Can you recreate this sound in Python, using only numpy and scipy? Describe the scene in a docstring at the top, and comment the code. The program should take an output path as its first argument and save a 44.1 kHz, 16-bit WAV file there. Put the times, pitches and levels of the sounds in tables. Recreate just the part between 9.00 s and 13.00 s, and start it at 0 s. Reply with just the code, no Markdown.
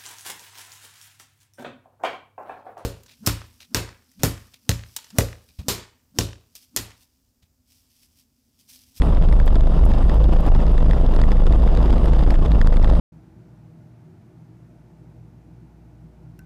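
"""Small van on the expressway

Inside the cabin at steady speed, an uneven tyre shakes up a low boom over tyre roar, wind hiss and
engine hum. Loose trim knocks and rattles, with bright crackles and a faint, thin jingle of keys.
The boom overloads the dashboard microphone, so the roar is choked on every swing and flutters."""
import sys
import numpy as np
from scipy import signal
from scipy.fft import rfft, irfft
from scipy.io import wavfile

SR = 44100
rng = np.random.default_rng(int(sys.argv[2]) if len(sys.argv) > 2 else 0)


def generate_wav(signal):
    """Clip the signal to [-1, 1] and save it as 16-bit WAV at the path in sys.argv[1]."""
    frames = np.transpose(np.atleast_2d(signal))
    scaled = np.clip(frames, -1, 1) * 32767
    pcm = np.round(scaled).astype(np.int16)
    wavfile.write(sys.argv[1], SR, pcm)


N = 176400
TIME = np.arange(N) / SR

# cabin shake: t/s, relative level/dB twice per wheel turn, relative level/dB four times per turn
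TYRE_SHAKE = [(0.0, -25.5, -14.5), (0.15, -13.5, -18), (0.7, -14.5, -21.5), (1.29, -19.5, -13),
              (1.38, -12, -20.5), (1.43, -26.5, -33), (1.51, -6.5, -15), (1.64, -18.5, -19),
              (2.45, -11.5, -20.5), (2.65, -17.5, -14.5), (2.71, -12.5, -31), (2.81, -21, -17.5),
              (3.39, -12.5, -17), (3.44, -16, -40), (3.51, -26, -9), (3.61, -11.5, -22.5), (3.95, -12, -12),
              (4.0, -17, -26)]
# colour of the body rumble from the road: f/Hz, relative level/dB
RUMBLE_COLOUR = [(12, -9), (22, -2), (33, -3), (43, 1), (62, -3), (80, -11), (130, -24), (500, -100)]
# colour of the tyre roar and wind hiss: f/Hz, relative level/dB
ROAR_COLOUR = [(45, 7.5), (105, 1), (185, 0.5), (310, -4), (460, -8.5), (660, -10.5), (910, -14.5),
               (1220, -19), (1540, -28), (1840, -30.5), (2340, -37), (2740, -31.5), (3140, -33.5),
               (3540, -34.5), (4240, -44), (4920, -38), (5720, -49), (8850, -51.5), (10100, -56),
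               (15100, -63)]
# slow swell of the roar and hiss: t/s, relative level/dB
ROAR_SWELL = [(0, 1.5), (.2, 1.5), (.65, 1), (.8, 3), (1.25, 2), (1.46, 2.5), (1.7, 2.5), (2.05, 0.8),
              (2.22, 3.5), (2.6, 1.5), (2.76, 3), (2.9, 3), (3.6, 2.3), (4, 3.5)]
# engine hum and gear whines: f/Hz, rms level/dB, waver depth/ratio
ENGINE_TONES = [(161.2, -27.5, 0.23), (482, -43, 0.99), (508.3, -40.5, 0.66), (598, -43, 0.079),
                (652.7, -44, 1), (2750, -71, 0.45), (3740, -68, 0.7), (5300, -78.5, .6), (7960, -94, .12)]
# knocks of loose trim: t/s, relative level/dB
TRIM_KNOCKS = [(.0195, -24), (.149, -31.5), (.171, -33.5), (0.2243, -33), (.287, -32.5), (.326, -28.5),
               (.4, -28.5), (0.4772, -24.5), (.556, -25.5), (.608, -31.5), (0.917, -32), (.937, -32),
               (1.096, -27), (1.2418, -32), (1.454, -29.5), (1.549, -29.5), (1.604, -36), (1.625, -46),
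               (1.779, -28.5), (1.9107, -25.5), (1.933, -26.5), (2.064, -31), (2.1379, -29.5), (2.163, -29),
               (2.198, -30.5), (2.216, -23.5), (2.237, -28), (2.318, -22.5), (2.3685, -36.5), (2.467, -23),
               (2.525, -27), (2.676, -29.5), (2.75, -27.5), (2.773, -24.5), (2.829, -28), (2.905, -27),
               (2.927, -26), (2.981, -34), (3.058, -28.5), (3.08, -33.5), (3.135, -29), (3.192, -31.5),
               (3.236, -25.5), (3.3056, -20.5), (3.3415, -29.5), (3.461, -32), (3.518, -28), (3.614, -20.5),
               (3.672, -17), (3.727, -29), (3.769, -26), (3.828, -31.5), (3.844, -22), (3.878, -32.5),
               (3.9, -29), (3.924, -34)]
# ring of the plastic trim: f/Hz, width/Hz, relative level/dB
TRIM_RING = [(516, 370, 9), (1110, 640, 7), (1787, 410, 9.5), (2920, 194, -4), (3450, 350, 2),
             (5090, 220, -3.5), (6110, 900, -15)]
# thin, bright crackles: t/s, relative level/dB
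BRIGHT_CRACKLES = [(.462, -24), (.533, -36), (.854, -24), (.894, -30), (.937, -42), (1.143, -32),
                   (1.2375, -32), (1.338, -31), (1.406, -30), (1.466, -29), (1.718, -33), (2.0, -35),
                   (2.123, -35), (2.1485, -31), (2.256, -36), (2.6314, -33), (3.057, -33), (3.31, -30)]
# faint, thin, high rings of jingling keys: t/s, f/Hz, level/dB
KEY_RINGS = [(.32, 8400, -65), (.70, 9900, -70), (1.04, 8650, -63), (2.22, 9050, -68), (3.04, 9000, -63),
             (3.2, 8900, -66), (3.96, 8600, -66)]
# keys brushing together: t/s, relative level/dB
KEY_BRUSHES = [(.04, -67), (.33, -69), (.7, -76), (1.04, -73), (1.77, -72), (2.21, -75), (2.58, -68),
               (3.04, -77), (3.95, -71)]
# tones of the brushing keys: f/Hz, relative level/dB
KEY_TONES = [(8560, 3), (8910, 0), (9170, -7), (9950, -8.5), (10420, -7), (11280, -6)]

WHEEL_TURNS_PER_S, SPEED_WANDER, SHAKE_DELAY_S = 13.065, .001, 0.00908
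GRIT = 0.23   # strength of the scrape against the blow that starts it


def boom(rumble_db=-16.5):
    """An uneven tyre swings the cabin twice and four times per wheel turn, over road rumble."""
    travel_s = np.cumsum(1 + SPEED_WANDER * drift(4.5)) / SR
    angle = 2 * np.pi * WHEEL_TURNS_PER_S * (travel_s - SHAKE_DELAY_S)
    second_db, fourth_db = in_time(TYRE_SHAKE)
    shake = from_db(second_db + 4) * np.sin(2 * angle) + from_db(fourth_db + 3) * np.sin(4 * angle)
    return np.sqrt(2) * shake + from_db(rumble_db) * noise(RUMBLE_COLOUR)


def roar(level_db=-23.5, surge_db=2, surge_hz=27):
    """Tyre roar and wind hiss swell slowly and surge briefly with the road surface."""
    swell_db, = in_time(ROAR_SWELL)
    return from_db(level_db + swell_db + surge_db * drift(surge_hz)) * noise(ROAR_COLOUR)


def engine(waver_hz=12):
    """Firing hum and gear whines, each wavering in strength and phase."""
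    out = 0
    for hz, db, depth in ENGINE_TONES:
        waver = 1 + depth * (drift(waver_hz) + 1j * drift(waver_hz))
        tone = (waver * np.exp(2j * np.pi * hz * TIME)).real
        out = out + from_db(db) * rms_one(tone)
    return out


def knocks(bounce_s=0.001502, bounce_db=-7):
    """Loose trim knocks close to the microphone, bouncing once each time."""
    s, db = np.transpose(TRIM_KNOCKS)
    hits = struck_trim(s, db)
    bounces = struck_trim(s + bounce_s * rng.uniform(0.55, 1.0, len(s)), db + bounce_db)
    return hits + bounces


def struck_trim(s, db, flex_s=0.00056, scrape_s=0.00073, ring_db=18, detune=0.049, top_hz=7900):
    """Each gritty blow flexes a plastic panel, briefly pulling the pressure down, and sets it ringing."""
    t = np.arange(int(.03 * SR)) / SR
    flex = t / flex_s * np.exp(1 - t / flex_s)
    out = np.zeros(N + len(t))
    for start, blow_db in zip(np.clip((s * SR).astype(int), 0, N), db):
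        span = slice(start, start + len(t))
        out[span] -= from_db(blow_db) * flex
        blow = (t == 0) + GRIT * np.exp(-t / scrape_s) * rng.standard_normal(len(t))
        for k, (hz, width_hz, mode_db) in enumerate(TRIM_RING):
            # no two blows land on the same spot, so strength and pitch scatter
            gain = from_db(ring_db + blow_db + mode_db + rng.normal())
            ring = resonance(blow, hz * (1 + detune * rng.normal()), width_hz)
            out[span] -= (-1) ** k * gain * ring
    return signal.sosfilt(signal.butter(2, top_hz, fs=SR, output="sos"), out[:N])


def crackles(scrape_s=0.0012, fine_per_s=35, fine_db=-46, spread_db=6.5, low_cut_hz=5000):
    """Tiny bright clicks with a gritty tail and no ring, among many finer ones."""
    s, db = np.transpose(BRIGHT_CRACKLES)
    fine = (rng.random(N) < fine_per_s / SR) * from_db(fine_db + spread_db * rng.standard_normal(N))
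    clicks = np.zeros(N)
    np.add.at(clicks, (s * SR).astype(int), from_db(db + 1))
    tails = signal.lfilter([1], [1, -np.exp(-1 / (scrape_s * SR))], clicks + 1e-18)
    scrapes = GRIT * tails * rng.standard_normal(N)
    low_cut = signal.butter(1, low_cut_hz, "high", fs=SR, output="sos")
    return signal.sosfilt(low_cut, clicks + scrapes + fine)


def chatter(count=100, range_db=16.5):
    """Trim rattles faintly and at random around the cabin."""
    when, softness = rng.random((count, 2)).T
    return struck_trim(when * N / SR, -31.5 - range_db * softness)


def key_rings():
    """Jingling keys give faint, thin rings, each swelling and fading in one high resonance."""
    return sum(from_db(db) * swell(s, 0.051) * ringing_noise(hz, width_hz=130)
               for s, hz, db in KEY_RINGS)


def key_jingles(spread_db=3.5):
    """Keys brush together and ring in several thin, high tones at once."""
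    out = 0
    for hz, mode_db in KEY_TONES:
        brush = sum(from_db(db + spread_db * rng.normal()) * swell(s, 0.05) for s, db in KEY_BRUSHES)
        out = out + from_db(mode_db) * brush * ringing_noise(hz, width_hz=35)
    return out


def overload(air):
    """The microphone flattens big pressure swings, with a harder knee on the push than on the pull."""
    return np.where(air > 0, saturate(air, limit=0.47, knee=22), saturate(air, limit=0.44, knee=2.16))


def saturate(x, limit, knee):
    """Clean when quiet, flattening towards the limit."""
    return x / (1 + np.abs(x / limit) ** knee) ** (1 / knee)


def from_db(db):
    """Decibels to gain."""
    return 10 ** (np.asarray(db) / 20)


def rms_one(x):
    """Scale to unit rms."""
    return x / np.sqrt(np.mean(x ** 2) + 1e-20)


def in_time(rows):
    """One automation curve for each column after the time."""
    s, *columns = np.transpose(rows)
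    return [np.interp(TIME, s, column) for column in columns]


def swell(peak_s, half_width_s):
    """A bell-shaped fade in and out."""
    return np.exp(-((TIME - peak_s) / half_width_s) ** 2)


def noise(colour):
    """Steady noise of the given colour, rms 1."""
    hz, db = np.transpose(colour)
    bins = np.maximum(np.arange(N // 2 + 1) * SR / N, 1)
    gain = from_db(np.interp(np.log(bins), np.log(hz), db)) * (bins > hz[0] / 2)
    return rms_one(irfft(rfft(rng.standard_normal(N)) * gain, N))


def drift(rate_hz):
    """Random wander, mostly slower than the given rate, rms 1."""
    bins = np.arange(N // 2 + 1) * SR / N
    gain = (bins > 0) / (1 + (bins / rate_hz) ** 2)
    return rms_one(irfft(rfft(rng.standard_normal(N)) * gain, N))


def resonance(x, hz, width_hz):
    """One resonance with gain 1 at its peak."""
    r = np.exp(-np.pi * width_hz / SR)
    feedback = [1, -2 * r * np.cos(2 * np.pi * hz / SR), r * r]
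    return signal.lfilter(np.array([1, 0, -1]) * (1 - r * r) / 2, feedback, x + 1e-18)


def ringing_noise(hz, width_hz):
    """Noise singing through one resonance, rms 1."""
    return rms_one(resonance(rng.standard_normal(N), hz, width_hz))


def scene():
    """The cabin bed through the overloaded microphone, with close knocks and crackles on top."""
    cabin = boom() + roar() + engine() + chatter() + key_rings() + key_jingles()
    return (overload(cabin) + knocks() + crackles())[None]


def record(dry, coupling_hz=4.2, ceiling=.5, hiss_db=-74, top_hz=15400):
    """Flat tops sag through the input coupling, peaks clip, faint hiss joins and the top end is cut."""
    x = signal.sosfilt(signal.butter(1, coupling_hz, "high", fs=SR, output="sos"), dry)
    x = np.clip(x, -ceiling, ceiling) + from_db(hiss_db) * rng.standard_normal(N)
    x = x * np.minimum((N / SR - TIME) / .004, 1)   # 4 ms fade-out
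    return signal.sosfilt(signal.ellip(10, .1, 80, top_hz, fs=SR, output="sos"), x)


dry = scene()
out = record(dry)
generate_wav(out)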